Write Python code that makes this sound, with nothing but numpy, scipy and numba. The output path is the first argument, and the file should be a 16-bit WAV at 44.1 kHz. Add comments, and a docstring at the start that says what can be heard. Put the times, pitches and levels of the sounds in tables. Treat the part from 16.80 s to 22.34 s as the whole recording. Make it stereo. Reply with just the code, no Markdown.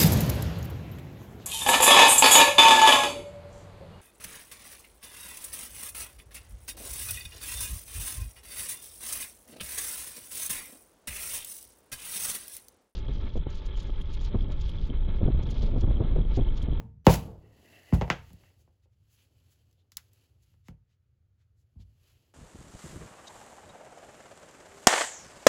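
"""A sharp blow of a rubber mallet on a steel rivet setter, over the dying ring of the blow before.
Mallet and setter are put down on the workbench, leather is handled, sleeves rustle, rivets tick.
Each impact excites the modes of bench and steel; bending waves in the bench top bring the bass last.
Loose tools rattle and the small workshop reverberates over a low drone. The microphone takes its
treble from one port, and a limiter holds down the blow."""
import sys
import numpy as np
from scipy import signal
from scipy.fft import rfft, irfft, next_fast_len
from scipy.io import wavfile
from scipy.ndimage import uniform_filter1d, minimum_filter1d
from numba import njit

SR = 44100
rng = np.random.default_rng(int(sys.argv[2]) if len(sys.argv) > 2 else 0)


def waveform_to_disk(signal):
    """Save audio, clipped to [-1, 1], as 16-bit WAV at the path in sys.argv[1]."""
    frames = np.transpose(np.atleast_2d(signal))
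    scaled = np.clip(frames, -1, 1) * 32767
    samples = np.round(scaled).astype(np.int16)
    wavfile.write(sys.argv[1], SR, samples)


N = 244269
RING, ONSET = int(.9 * SR), SR // 50  # samples: length of an impact response, margin before its onset


def undb(db):
    """Amplitude ratio of a level in dB."""
    return 10 ** (np.asarray(db) / 20)


def over_hz(table, hz, col=1):
    """Interpolation of a table column on a logarithmic frequency axis."""
    rows = np.array(table, float)
    return np.interp(np.log(np.maximum(hz, 1)), np.log(rows[:, 0]), rows[:, col])


def unit(x):
    """Normalisation to rms 1."""
    return x / np.sqrt(np.mean(x ** 2))


def fade(t60):
    """Exponential decay by 60 dB in t60 seconds."""
    return np.exp(-np.log(1000) * np.arange(RING) / SR / t60)


def walk(rate):
    """Random modulation: linear ramps between `rate` Gaussian values a second, spread near 1."""
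    step = int(SR / rate)
    held = np.repeat(rng.standard_normal(N // step + 1), step)
    return np.sqrt(3 / 2) * uniform_filter1d(held, step)[:N]


def grain(rate, spread_db):
    """Shot-noise envelope: `rate` uneven slips a second, each relaxing exponentially; rms 1."""
    slips = (rng.random(N) < rate / SR) * undb(spread_db * rng.exponential(size=N))
    return unit(signal.lfilter([1], [1, -np.exp(-1 / (0.0041 * SR))], slips))


def after_blow(t, db, delay, attack, hold, db_per_s):
    """Transient envelope timed from the last blow: rise, plateau, exponential decay; times in s."""
    age = t - BLOWS[-1][0] - delay
    return np.clip(age / attack, 0, 1) ** 2 * undb(db - db_per_s * np.maximum(age - attack - hold, 0))


# Likeness of left and right: f/Hz, correlation
COHERENCE = [(60, 0.99), (150, 0.94), (300, 0.2), (700, .4), (1400, 0.61), (3000, 0.49), (6000, 0.43)]
def noise(gain, size=N):
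    """Partially coherent stereo noise with amplitude spectrum gain(f), alike in the bass; rms 1."""
    n = next_fast_len(size)
    hz = np.fft.rfftfreq(n, 1 / SR)
    correlation = np.clip(over_hz(COHERENCE, hz), 0, 1)
    mid, side = rfft(rng.standard_normal((2, n))) * gain(hz)
    mid, side = mid * np.sqrt(1 + correlation), side * np.sqrt(1 - correlation)
    return unit(irfft([mid + side, mid - side], n)[:, :size])


# Background spectrum: f/Hz, relative level/dB
DRONE_SPECTRUM = [(15, -45), (25, -19.5), (70, -0.5), (97, 2.5), (121, -5), (172, -19), (280, -31),
                  (483, -30.5), (1010, -46.5), (1220, -38.5), (7110, -53), (8830, -58), (11000, -55),
                  (16500, -62)]
def drone():
    """Ambient noise: an amplitude-modulated building hum under a faint steady hiss."""
    hum = noise(lambda hz: undb(over_hz(DRONE_SPECTRUM, hz)) * (hz < 400))
    hiss = noise(lambda hz: undb(over_hz(DRONE_SPECTRUM, hz)) * (hz >= 400))
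    return undb(-65 + 1.5 * walk(13)) * hum + undb(-90.5) * hiss


# Touches of finger or cuff: middle t/s, level/dB, half-length/s, centre f/Hz, ratio of edge to centre f
BRUSHES = [(1.81, -72.5, 0.024, 4960, 2.8), (2.04, -80, .017, 2800, 1.8), (2.135, -86, .02, 3025, 2.2),
           (2.338, -69.5, 0.032, 10950, 2.6), (2.41, -74.5, 0.042, 2940, 1.1),
           (2.432, -73, .025, 8930, 2.2), (2.723, -68.5, .021, 9000, 3.3), (3.002, -78.5, 0.024, 3530, 1.1),
           (3.634, -72.5, 0.014, 5950, 2.4), (3.881, -70.5, 0.03, 3000, 2.1),
           (4.12, -82.5, .034, 2800, 1.6), (4.615, -82.5, 0.028, 2230, 1.7),
           (4.802, -82.5, 0.034, 5580, 2.1), (5.015, -69.5, 0.018, 3540, 1.38),
           (5.334, -80, 0.088, 2950, 1.2)]
def brushes(t):
    """Brief sliding friction: each touch is band-limited noise under a Gaussian envelope."""
    hiss, out = noise(lambda hz: hz > 500), 0
    for middle, db, half_length, hz, ratio in BRUSHES:
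        band = signal.butter(1, [hz / ratio, min(hz * ratio, 18000)], "band", fs=SR, output="sos")
        envelope = undb(db) * np.exp(-((t - middle) / half_length) ** 2)
        out = out + envelope * unit(signal.sosfilt(band, hiss))
    return out


# Motion of hands and sleeves: t/s, rustle level/dB, drag level/dB
HAND_MOTION = [(.58, -88.5, -66), (.77, -71, -63.5), (.92, -62, -61.5), (1.02, -66, -65.5),
               (1.25, -65, -67.5), (1.37, -70, -74.5), (1.6, -70.5, -68.5), (1.85, -82, -78.5),
               (2.11, -94, -90.5), (2.39, -69, -80.5), (2.48, -80, -79), (2.61, -75, -79.5),
               (2.98, -83, -81.5), (3.15, -94, -84), (3.26, -78.5, -80), (3.36, -73.5, -77),
               (3.46, -74, -77), (3.58, -87, -81.5), (3.67, -76, -86), (3.78, -84, -87), (3.92, -99, -100),
               (4.7, -100, -92), (5.1, -83, -83.5), (5.28, -72, -77.5), (5.54, -80.5, -77)]
# Cloth spectrum: f/Hz, relative level/dB
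CLOTH_SPECTRUM = [(700, -12), (1300, -8), (2200, -7), (3000, 0), (3600, -7), (4500, -4), (5600, -9),
                  (7500, -9), (11000, -9), (14500, -8), (16500, -19)]
def cloth_and_leather(t):
    """Stick-slip friction: cloth hisses and leather drags dully, moved by the hands and by the blow."""
    times, *levels = np.transpose(HAND_MOTION)
    rustle, drag = (undb(np.interp(t, times, db, left=-150)) for db in levels)
    # the blow makes small things shiver on the mat; leather and mat then slide to rest
    shiver = after_blow(t, db=-52, delay=-0.02, attack=0.0063, hold=0.1254, db_per_s=137.5)
    slide = after_blow(t, db=-46, delay=0.09, attack=0.12, hold=0.0231, db_per_s=154)
    cloth = noise(lambda hz: undb(over_hz(CLOTH_SPECTRUM, hz)) * (hz > 700)) * grain(5000, 0.84)
    leather = noise(lambda hz: (hz / 300) ** 2 / (1 + (hz / 300) ** 3.8) / (1 + (hz / 1200) ** 3))
    return ((rustle + shiver) * undb(1.2 * walk(17)) * cloth
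            + (drag + slide) * undb(1.2 * walk(40)) * leather)


# Resonances of a small scraping object: f/Hz, half-width/Hz, relative level/dB
SCRAPE_RESONANCES = [(650, 100, -3), (1940, 190, -1.5), (2690, 50, -1), (2930, 60, -7)]
# Course of the scrape: t/s, level/dB
SCRAPE_LEVEL = [(.58, -93), (.64, -74), (.77, -76.5), (.86, -60.5), (1.0, -61.5), (1.27, -64),
                (1.37, -72.5), (1.55, -76.5), (1.7, -73), (1.78, -93)]
def scrape(t):
    """Friction-driven resonance: something small scrapes and rings while the tools are moved."""
    ring = noise(lambda hz: sum(undb(db) / (1 + ((hz - f) / width) ** 2)
                                for f, width, db in SCRAPE_RESONANCES))
    envelope = undb(np.interp(t, *np.transpose(SCRAPE_LEVEL), left=-150, right=-150))
    return envelope * undb(2.5 * walk(26)) * ring


def rattle(t):
    """Contact chatter: loose tools jump on the shaken bench in a dense burst of small collisions."""
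    bright = noise(lambda hz: (hz > 1200) * (hz + 1) ** -.2)
    envelope = after_blow(t, db=-32, delay=0.0171, attack=0.0128, hold=0.0489, db_per_s=480.5)
    return envelope * grain(4000, 0.65) * bright


# Reverberant tail of the workshop: f/Hz, relative level/dB, T60/s
ROOM = [(59.3, -33.5, 0.99), (118, -29, 0.75), (248, -35.5, 0.31), (500, -27, 0.18), (990, -23.5, 0.4),
        (2000, -24.5, 0.23), (4000, -27, 0.36), (8000, -30, 0.26), (14470, -28, 0.39)]
def reverberation():
    """Diffuse reflection, octave by octave: early scatter off bench and wall, then a slower tail."""
    build_up = 1 - fade(t60=0.043)  # echoes need a moment to arrive
    early, out = undb(13) * fade(t60=0.068), 0
    for centre in 45 * 2 ** np.arange(9):
        band = noise(lambda hz: np.exp(-(np.log2((hz + 1) / centre) / 0.84) ** 2), size=RING)
        decay = early + fade(over_hz(ROOM, centre, col=2))
        out = out + undb(over_hz(ROOM, centre)) * np.sqrt(centre / SR) * band * build_up * decay
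    return out


# Crossovers between seven bands (boom, thump, knock, tap, clack, tick, edge): f/Hz
BAND_EDGES = [110, 290, 580, 1000, 3200, 7000]
def dispersed_bands(response):
    """Dispersion: bending waves travel slower in the bass; the delayed response is split into bands."""
    hz = np.fft.rfftfreq(RING, 1 / SR)
    group_delay = ONSET / SR + 0.0017 * (np.maximum(hz, 70) / 1000) ** -0.96  # s
    taper = np.clip(np.linspace(3, -.3, RING), 0, 1) ** 2
    delayed = rfft(response * taper) * np.exp(-2j * np.pi * np.cumsum(group_delay) * hz[1])
    lowpasses = [0 * hz] + [1 / (1 + (hz / edge) ** 10) for edge in BAND_EDGES] + [1 + 0 * hz]
    return np.array([taper * irfft(delayed * band, RING) for band in np.diff(lowpasses, axis=0)])


# Modes of the unloaded bench: f/Hz, relative level/dB, T60/s
BENCH_MODES = [(57, 0, .25), (94.4, 3, 0.099), (130.7, -3, 0.29), (168.3, 1, 0.21), (232, -19, 0.25),
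               (338.65, -10.5, .2), (454.6, -18.5, 0.47), (512, -14, 0.24), (538, -14.5, 0.21),
               (729, -6, .15), (780, -10.5, 0.088), (908, -14, .4), (994, -18, 0.22), (1180, -23.5, .2)]
# Modes of setter and rivets: f/Hz, relative level/dB, T60/s
STEEL_MODES = [(1362, -35, .06), (2232, -33.5, 0.041), (3530, -34.5, 0.031), (5150, -25, 0.021),
               (7530, -32, 0.0067), (9700, -30.5, 0.033)]
def bench_response():
    """Modal superposition: an impulse gives a click and the damped vibrations of bench and steel."""
    t = np.arange(RING) / SR
    bench_db, t60_share = -41.5, 0.94  # hands and tools damp the bench
    bench = sum(undb(bench_db + db) * np.cos(2 * np.pi * f * t) * fade(t60 * t60_share)
                for f, db, t60 in BENCH_MODES)
    steel = sum(undb(db) * np.sin(2 * np.pi * f * t) * fade(t60) for f, db, t60 in STEEL_MODES)
    return bench + steel + (t == 0)


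def crack():
    """Contact noise: a splintery, rapidly decaying burst at the point of impact."""
    return undb(-15) * fade(t60=0.019) * noise(lambda hz: hz > 500, size=RING)


BLOW_ECHO_DB = -2
# Impacts: t/s, level/dB, hardness/(dB per band), relative echo level/dB
# Their spectra: relative level/dB in each of the seven bands
BLOWS, BLOW_SPECTRUM = [(-0.18, 0, 0, BLOW_ECHO_DB), (0.2669, 0, 0, BLOW_ECHO_DB)], [-7, -2.5, -6.5, -6.5, -14.5, -20, -17]  # mallet on setter
THUDS, THUD_SPECTRUM = [(1.1246, -9, -2, -1.3), (1.217, -22.5, .4, -16), (1.504, -49, 3, -5),
                        (1.532, -43.5, -2.5, -4), (3.8839, -40, .8, -5.5), (3.906, -45.5, -2.5, -3)], [0, -1, -13, -20, -24, -36, -43]  # rubber head and knuckles
BUMPS, BUMP_SPECTRUM = [(4.957, -37, -1.4, 3), (4.991, -40, 0.7, 5.4)], [0, -12, -37, -37, -54, -54, -53.5]  # soft palm
KNOCKS, KNOCK_SPECTRUM = [(1.135, -35, -2, 4), (1.212, -26, -0.25, -4), (1.2185, -29.5, 0.7, -11.5),
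                          (1.278, -43, 0, -3.5), (1.876, -63, -5, -2), (2.056, -68.5, -6, -3)], [-15.5, -13.5, 0.5, 1, -4.5, -14, -31]  # handle and leather edge
CLACKS, CLACK_SPECTRUM = [(1.301, -15.5, .3, -6.5), (1.327, -36, -.6, -4.5), (1.636, -57.5, -1.5, -7),
                          (1.702, -66, 1, -5), (3.18, -51, 9.5, -2.5), (3.74, -70, -0.5, -11.5),
                          (3.8839, -50, 0, -10)], [-16, -8.5, -7, -7.5, 0, -8.5, -19]  # steel bouncing on the bench
TICKS, TICK_SPECTRUM = [(1.135, -37, 1.5, 7), (1.532, -45, 7, -9), (2.912, -63, -2, -9),
                        (2.928, -58.5, -1.5, -16), (3.1193, -42.5, -4.5, -9), (3.17, -19, 0.1, -18),
                        (3.284, -62, 6, -14), (3.333, -47, 8, -8), (3.8839, -46, 4, -12)], [-50, -48, -50, -48, -26.5, -9, 0]  # rivet heads touching
def impacts():
    """Impact excitation: each contact drives bench and room; the harder it is, the more treble it has."""
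    direct = dispersed_bands(bench_response())[:, None]
    band_peaks = np.abs(direct).max(axis=(1, 2))
    cracks = [dispersed_bands(crack()) for _ in range(4)]
    echoes = [dispersed_bands(reverberation()) for _ in range(4)]
    lead = SR // 2  # room for the blow before t = 0
    out = np.zeros((2, lead + N + RING))
    kinds = [(BLOWS, BLOW_SPECTRUM, 0), (THUDS, THUD_SPECTRUM, 0), (BUMPS, BUMP_SPECTRUM, 0),
             (KNOCKS, KNOCK_SPECTRUM, 2), (CLACKS, CLACK_SPECTRUM, 4), (TICKS, TICK_SPECTRUM, 6)]
    for events, spectrum, pivot_band in kinds:
        for k, (time, db, hardness, echo_db) in enumerate(events):
            start = lead - ONSET + int(time * SR)
            tilt_db = hardness * (np.arange(len(spectrum)) - pivot_band)
            gains = undb(db + np.array(spectrum) + tilt_db) / band_peaks
            response = direct + cracks[k % 4] + undb(echo_db) * echoes[k % 4]
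            out[:, start:start + RING] += np.tensordot(gains, response, axes=1)
    return out[:, lead:lead + N]


def scene():
    """Linear superposition of everything on and around the bench."""
    t = np.arange(N) / SR
    return impacts() + rattle(t) + scrape(t) + cloth_and_leather(t) + brushes(t) + drone()


@njit
def follow(x, attack_s, release_s):
    """Envelope detection: a first-order lag with separate time constants for rise and fall."""
    level, out = 0., np.empty(len(x))
    for i in range(len(x)):
        level += (x[i] - level) / (SR * (attack_s if x[i] > level else release_s))
        out[i] = level
    return out


# Channel imbalance: f/Hz, left minus right level/dB
IMBALANCE = [(100, 0.86), (400, 2.4), (800, 3), (2400, 3), (4400, 6.4), (6500, 1.2)]
def record(dry):
    """Transduction: left favours the mids, one port feeds both sides' treble; limiter and top cut."""
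    one_port_hz, in_phase_hz, full_turn_hz, top_hz = 6300, 6800, 4400, 16500
    n = next_fast_len(N + 4096)
    hz = np.fft.rfftfreq(n, 1 / SR)
    left, right = rfft(dry, n) * hz ** 2 / (hz ** 2 + 40 ** 2)  # little deep bass gets in
    lean = undb(over_hz(IMBALANCE, hz) / 2)
    left, right = left * lean, right / lean
    port_share = np.clip((hz - one_port_hz) / 800 + .5, 0, 1)
    shifted_left = left * np.exp(2j * np.pi * (hz - in_phase_hz) / full_turn_hz)
    right = np.sqrt(1 - port_share) * right + np.sqrt(port_share) * shifted_left
    stereo = irfft([left, right], n)[:, :N]
    peak = -minimum_filter1d(-np.abs(stereo).max(axis=0), size=89)  # looks a millisecond ahead
    held = follow(peak, attack_s=0.00063, release_s=0.013)
    limited = stereo * np.minimum(1, .88 / (held + 1e-9))
    return signal.sosfilt(signal.ellip(10, .2, 80, top_hz, fs=SR, output="sos"), limited)


dry = scene()
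out = record(dry)
waveform_to_disk(out)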